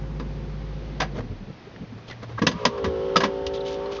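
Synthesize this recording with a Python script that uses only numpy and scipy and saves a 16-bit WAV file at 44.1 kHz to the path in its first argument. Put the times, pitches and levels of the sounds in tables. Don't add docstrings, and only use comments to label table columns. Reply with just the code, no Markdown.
import sys
import numpy as np
from scipy.fft import rfft, irfft, next_fast_len
from scipy.io import wavfile
from scipy.ndimage import map_coordinates

SR = 44100
rng = np.random.default_rng(int(sys.argv[2]) if len(sys.argv) > 2 else 0)


def bounce(signal):
    frames = np.transpose(np.atleast_2d(signal))
    limited = np.clip(frames, -1, 1)
    pcm = np.round(limited * 32767).astype(np.int16)
    wavfile.write(sys.argv[1], SR, pcm)


N = 176400

# (frequency [Hz], level [dB])
RUMBLE_SPECTRUM = [(20, -32), (40, -0.5), (70, -4), (110, 2.5), (220, 3.5), (300, -2.5), (520, -6.5),
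                   (660, -26), (1000, -28), (2000, -34), (7000, -70.5)]


def engine(boom_waver=0.06, belt_waver=0.053, sway=0.36, stumble_db=8, throb=0.17):
    # (time [s], speed [turns/s])
    crank_speed = [(0, 13.1), (.25, 12.95), (.55, 13.05), (.85, 12.92), (1.1, 12.85), (1.17, 11.9),
                   (1.25, 10.4), (1.45, 8.6), (1.62, 5)]
    # (multiple of the crank speed, relative level [dB])
    orders = [(3, -28.5), (4, 4), (7, -27.5), (8, -10), (10.85, -2), (12, -2.5), (16, -17), (17, -23.5),
              (27, -14.5), (33.7, -18), (40.8, -15.5)]
    # (time [s], level [dB])
    firing_level = [(0, -36), (1.1, -38), (1.2, -44), (1.3, -41), (1.43, -46), (1.49, -63.5), (1.6, -95.5)]
    rumble_level = [(0, -39), (1.1, -41), (1.2, -30.5), (1.33, -52), (1.5, -40.5), (1.58, -67.5),
                    (1.75, -48), (2, -64)]
    hiss_level = [(0, -50.5), (.45, -54.5), (.7, -56), (1.2, -60.5), (1.6, -81.5), (2, -59), (2.4, -77.5)]
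    # (frequency [Hz], level [dB])
    hiss_spectrum = [(300, -38.5), (800, 11), (1500, -0.5), (3000, -12), (5000, -18), (7000, -12.5)]
    speed = curve(crank_speed)
    crank = angle(speed)
    tones = 0
    for order, db in orders:
        waver = boom_waver if order < 5 else belt_waver
        gain = amp(db) * (1 + waver * wobble(8.8))
        phase = order * (crank + sway * waver * wobble(9))
        tones += gain * np.sin(phase + rng.uniform(0, 2 * np.pi))
    pulse = 1 + throb * np.cos(4 * crank)
    rumble = amp(curve(rumble_level)) * noise(colour(RUMBLE_SPECTRUM))
    hiss = amp(curve(hiss_level)) * noise(colour(hiss_spectrum))
    slowing = 1 - speed / speed[0]
    firing = amp(curve(firing_level) + stumble_db * slowing * wobble(30.07))
    return np.sqrt(2) * firing * tones + pulse * (rumble + hiss)


def motor(waver_db=1, flutter=0.19, scatter=0.5, scrape=0.1, gear_db=-11.5, whine_noise_db=5.5):
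    # (time [s], speed [turns/s])
    shaft_speed = [(2.48, 57), (2.58, 61.2), (2.7, 58.2), (2.78, 57.6), (2.86, 55.2), (2.95, 54.2),
                   (3.05, 54.8), (3.21, 55.9), (3.35, 55.7), (3.5, 56.1), (3.75, 56.2), (3.9, 57),
                   (4, 56.4)]
    # (time [s], level [dB])
    whir_level = [(2.46, -76.5), (2.58, -50), (2.62, -35.5), (2.7, -39.5), (2.8, -33), (2.88, -31),
                  (3.12, -30), (3.3, -31), (3.5, -32), (3.75, -31.5), (3.9, -33.5), (4, -39.5)]
    whine_level = [(2.48, -75.5), (2.54, -49), (2.6, -45), (2.78, -50), (2.9, -80), (3.65, -71),
                   (3.85, -49.5), (4, -60)]
    # (multiple of the shaft speed, level at the start [dB], level under way [dB])
    gear_orders = [(0.97, -21, -17), (2.92, -16, -20), (4.13, -19.5, -23), (4.995, -13, -12),
                   (6.07, -21.5, -25.5), (6.993, 2.5, 1), (8.03, -3, -8), (8.94, -1.5, -6), (10, -4.5, -4),
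                   (11.5, -20.5, -30.5), (13.22, -20, -13.5), (14.35, -20, -24), (15.25, -24.5, -23.5),
                   (16.13, -18.5, -13.5), (18.4, -30.5, -38.5), (17.9, -20, -31), (19.8, -20, -25),
                   (23.34, -30, -24.5), (25.9, -29.5, -31), (24.3, -24.5, -37.5)]
    # (multiple of the shaft speed, relative level [dB])
    whine_orders = [(16, 2.5), (20, 1.5), (26, -22.5)]
    # (frequency [Hz], level [dB])
    gear_spectrum = [(100, -8.5), (250, 1), (480, 5), (700, -6.5), (1150, -5), (1600, -7.5), (2400, -18.5),
                     (3050, -8), (3800, -18), (5000, -22.5), (7000, -32)]
    whine_spectrum = [(300, -18.5), (520, -6.5), (780, -11), (1100, 0), (1450, -14), (3000, -18),
                      (7000, -33.5)]
    speed = curve(shaft_speed)
    shaft = angle(speed)
    settled = curve([(3.06, 0), (3.4, 1)])

    def tone(order, sweep_from_hz=400, sweep_s_per_hz=4.5e-5):
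        lag = np.pi * sweep_s_per_hz * (order * speed.mean() - sweep_from_hz) ** 2
        gain = np.sqrt(2) * amp(waver_db * wobble(5.04))
        return gain * np.cos(order * shaft - lag + scatter * rng.normal() + flutter * wobble(48))

    tones = sum(amp(early + (late - early) * settled) * tone(order) for order, early, late in gear_orders)
    whine = sum(amp(db) * tone(order) for order, db in whine_orders)
    whine += amp(whine_noise_db) * noise(colour(whine_spectrum))
    gear = amp(gear_db) * (1 + scrape * np.cos(shaft)) * noise(colour(gear_spectrum))
    return amp(curve(whir_level)) * (tones + gear) + amp(curve(whine_level)) * whine


def clicks(thump_edge_hz=534, crack_edge_hz=2490, crack_db=2, snap_db=-10.5, latch_db=-9):
    # (time [s], thump [dB], body [dB], treble before the crack and latch gains [dB],
    # thump pitch [Hz], ring pitch [Hz], ring over the body [dB], rise [s], t60 [s])
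    events = [(.197, -28.5, -34.5, -42, 226, 1110, -6, .002, .09),
              (1, -28.5, -19.5, -23, 149, 1058, -14.5, 0.0058, 0.065),
              (1.017, -29, -21, -27, 236.5, 766, -3.5, .002, .1),
              (1.762, -40.5, -34.5, -46, 239, 1100, -11, .0004, .007),
              (2.416, -16.5, -23.5, -29.5, 217, 1130, -1.5, 0.0062, 0.095),
              (2.466, -17.5, -15, -12, 261.7, 1016, -4, .004, .085),
              (2.513, -29.5, -33.5, -34, 247, 1000, -7, .003, .1),
              (2.652, -19, -14.5, -12.5, 234, 1010, 2, .0015, .075),
              (2.777, -43.5, -36, -44, 323, 1076, 3, .003, .07),
              (2.842, -26, -26, -29.5, 249, 1157, -3.5, .002, .12),
              (2.959, -54, -43.5, -52, 240, 1100, -3, .001, .03),
              (3.157, -24, -16.5, -21.5, 148, 1226, 3, .004, .06),
              (3.165, -18, -17.5, -14.5, 183.3, 1215, -5, .002, .08),
              (3.202, -34, -21.5, -27, 270, 1083, -6.5, 0.0034, 0.16),
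              (3.232, -20, -18, -22.5, 220, 1040, -6, .009, .1),
              (3.465, -49.5, -40, -26, 286, 893, -3.5, .0015, .06)]
    # (frequency [Hz], level [dB])
    latch_modes = [(1668, -11), (1945, 9), (2860, 1.5), (3715, -12), (4880, 4), (6200, -12.5)]
    out, t = np.zeros(N), np.arange(SR // 4) / SR
    for s, low_db, mid_db, high_db, thump_hz, ring_hz, ring_db, rise, t60 in events:
        panel = noise(lambda hz: trim(hz) * below(hz, thump_edge_hz) * (1 - below(hz, 110)), len(t))
        body = noise(lambda hz: trim(hz) * (below(hz, crack_edge_hz) - below(hz, thump_edge_hz)), len(t))
        crack = noise(lambda hz: trim(hz) * (1 - below(hz, crack_edge_hz)), len(t))
        thump = panel + 0.95 * np.sin(2 * np.pi * thump_hz * t)
        ring = ringing(ring_hz, len(t))
        latch = sum(amp(db + rng.normal(0, 6.9)) * np.sin(2 * np.pi * hz * t + rng.uniform(0, 2 * np.pi))
                    for hz, db in latch_modes)
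        decay, ring_decay = strike(t, rise, t60), strike(t, rise, 0.99 * t60)
        snap = (1 + amp(snap_db) * strike(t, rise, t60=0.028)) / 2
        add(out, s, amp(low_db) * burst(strike(t, rise=0.0027, t60=0.19), thump))
        add(out, s, amp(mid_db) * burst(decay, body))
        add(out, s, amp(mid_db + ring_db) * burst(ring_decay, ring))
        add(out, s, amp(high_db + crack_db) * burst(decay * snap, crack))
        add(out, s, amp(high_db + latch_db) * burst(ring_decay, latch))
    return out


def trim(hz):
    # (frequency [Hz], width [Hz], level [dB])
    modes = [(140, 35, -7), (194, 72, 10.5), (247.4, 38, 3.5), (501, 82, 8.5), (605, 49, -7),
             (1013, 57, 3.5), (1220, 160, -5.5), (1663, 57, 2), (1967, 350, -12), (2590, 1500, -8),
             (3615, 730, -13), (5040, 980, -19), (5740, 550, -19.5)]
    return np.sqrt(sum(amp(2 * db) / (1 + (2 * (hz - centre) / width) ** 2)
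                       for centre, width, db in modes))


def knocks(rattle=0.52):
    # (time [s], pitch [Hz], level [dB], length [s])
    bumps = [(1.17, 229, -34, 0.028), (1.248, 175, -38, 0.026), (1.285, 93.4, -28.5, 0.067),
             (1.39, 192, -37.5, .07), (1.496, 150, -29.5, 0.016), (1.664, 404, -37.5, 0.025),
             (1.793, 85.3, -36.5, 0.037), (1.798, 175.3, -31.5, 0.059), (1.916, 238, -34, .03),
             (1.942, 193, -40, 0.047), (2.42, 480, -27, .022), (2.425, 288, -18, .022),
             (2.522, 171.5, -29, 0.058), (2.845, 94.5, -26, 0.051)]
    out, t = np.zeros(N), np.arange(SR // 4) / SR
    for s, hz, db, length in bumps:
        boom = np.sin(2 * np.pi * hz * t) + rattle * noise(colour(RUMBLE_SPECTRUM), len(t))
        add(out, s, amp(db) * burst(swell(t, length), boom))
    return out


def pump(roughness=0.2):
    # (time [s], pitch [Hz], level [dB])
    hum = [(1.7, 108, -73), (1.9, 110.4, -40.5), (2.07, 115.6, -47), (2.2, 117.7, -42.5),
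           (2.35, 114, -33.5), (2.5, 104.7, -48), (2.7, 118.8, -40), (2.9, 115, -81)]
    phase = angle(curve(hum))
    flutter = wobble(35.23) * np.sin(phase) + wobble(39) * np.cos(phase)
    return np.sqrt(2) * amp(curve(hum, column=2)) * (np.sin(phase) + roughness * flutter)


def rustles(grain_db=3):
    # (time [s], length [s], dull level [dB], bright level [dB])
    strokes = [(1.135, 0.081, -32.5, -48), (1.973, 0.025, -41, -62), (2.063, 0.075, -39.5, -43),
               (2.215, 0.039, -34, -49), (2.271, .07, -40, -54), (2.372, 0.036, -35.5, -46.5),
               (3.529, 0.038, -52.5, -38), (3.566, 0.0092, -46.5, -36.5), (3.636, 0.087, -51.5, -38.5),
               (3.699, 0.069, -51, -42), (3.892, 0.11, -38, -41)]
    # (frequency [Hz], level [dB])
    dull_spectrum = [(200, 3.5), (550, 5.5), (800, -1.5), (1150, -2), (1500, -6), (2000, -9.5),
                     (3500, -26.5)]
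    bright_spectrum = [(1000, -16), (2200, 4.5), (3500, 10), (4600, 4), (6000, -0.5), (7500, -3.5)]
    # (time [s], pitch [Hz], level [dB], length [s])
    skin_squeaks = [(2.097, 1956, -40.5, 0.042), (2.374, 1110, -28.5, 0.021), (2.378, 1630, -30.5, 0.017),
                    (2.379, 1930, -41, 0.031), (3.571, 3400, -42, 0.016), (3.603, 3760, -40.5, 0.015),
                    (3.658, 3100, -39.5, 0.019), (3.857, 4300, -43.5, 0.01), (3.985, 1220, -35, 0.011)]
    dull, bright, squeaks = np.zeros((3, N))
    t = np.arange(SR // 4) / SR
    for s, length, dull_db, bright_db in strokes:
        add(dull, s, amp(dull_db) * swell(t, length))
        add(bright, s, amp(bright_db) * swell(t, length))
    for s, hz, db, length in skin_squeaks:
        add(squeaks, s, amp(db) * burst(swell(t, length), ringing(hz, len(t), width=0.069)))
    grain = unit(amp(grain_db * wobble(250)))
    friction = dull * noise(colour(dull_spectrum)) + bright * noise(colour(bright_spectrum))
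    return squeaks + grain * friction


def cabin_air(level_db=-43.5):
    # (frequency [Hz], level [dB])
    spectrum = [(15, -29), (28, -4.5), (45, -0.5), (70, 0.5), (150, 5.5), (300, -1.5), (530, -6), (800, -8),
                (1100, -12.5), (2000, -14.5), (4800, -22.5), (7500, -34.5)]
    return amp(level_db + wobble(4.2)) * noise(colour(spectrum))


def handling():
    # (time [s], level [dB])
    level = [(2.1, -62.5), (2.4, -46.5), (2.75, -44.5), (2.9, -35), (3.1, -51), (3.3, -52.5), (3.48, -38.5),
             (3.65, -54.5), (4, -59)]
    # (frequency [Hz], level [dB])
    spectrum = [(20, -33.5), (45, -26), (72, 16), (100, -3.5), (250, -29), (1000, -62)]
    return amp(curve(level)) * noise(colour(spectrum))


def ringing(hz, size, width=0.053):
    drift = noise(lambda f: below(f, 3 * width * hz), size)
    return np.sqrt(2) * np.sin(angle(hz * (1 + width * drift)) + rng.uniform(0, 2 * np.pi))


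def strike(t, rise, t60):
    return np.minimum(t / rise, 1) * amp(-60 * np.maximum(t - rise, 0) / t60)


def swell(t, length):
    u = 2 * t / length
    return u ** 2 * np.exp(1 - u ** 2)


def burst(envelope, carrier):
    return unit(envelope * carrier) * np.sqrt(np.mean(envelope ** 2))


def amp(db):
    return 10 ** (np.asarray(db) / 20)


def unit(x):
    return x / np.sqrt(np.mean(x ** 2) + 1e-20)


def colour(points):
    f, db = np.transpose(points)
    return lambda hz: amp(np.interp(np.log(hz + 1), np.log(f + 1), db))


def below(hz, edge_hz):
    return 1 / (1 + (hz / edge_hz) ** 8)


def curve(rows, column=1):
    rows = np.asarray(rows)
    return np.interp(np.arange(N) / SR, rows[:, 0], rows[:, column])


def wobble(rate):
    return map_coordinates(rng.standard_normal(1024), [np.arange(N) * rate / SR], mode="wrap")


def filtered(x, response):
    size = next_fast_len(len(x) + 8192)
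    return irfft(rfft(x, size) * response(np.fft.rfftfreq(size, 1 / SR)), size)[:len(x)]


def noise(response, size=N):
    return unit(filtered(rng.standard_normal(size), response))


def angle(speed):
    return 2 * np.pi * np.cumsum(speed) / SR


def add(track, s, sound):
    part = track[max(0, round(s * SR)):][:len(sound)]
    part += sound[:len(part)]


def scene():
    return (engine() + pump() + motor() + clicks() + knocks() + rustles() + cabin_air() + handling())[None]


def record(dry, top_hz=7750):
    # (frequency [Hz], gain [dB])
    response = [(10, -47), (22, -12), (33, 1.5), (50, -1.5), (6200, 0), (6900, -8.5), (7400, -18),
                (7800, -35.5)]
    return np.array([filtered(x, lambda hz: colour(response)(hz) * (hz < top_hz)) for x in dry])


dry = scene()
out = record(dry)
bounce(out)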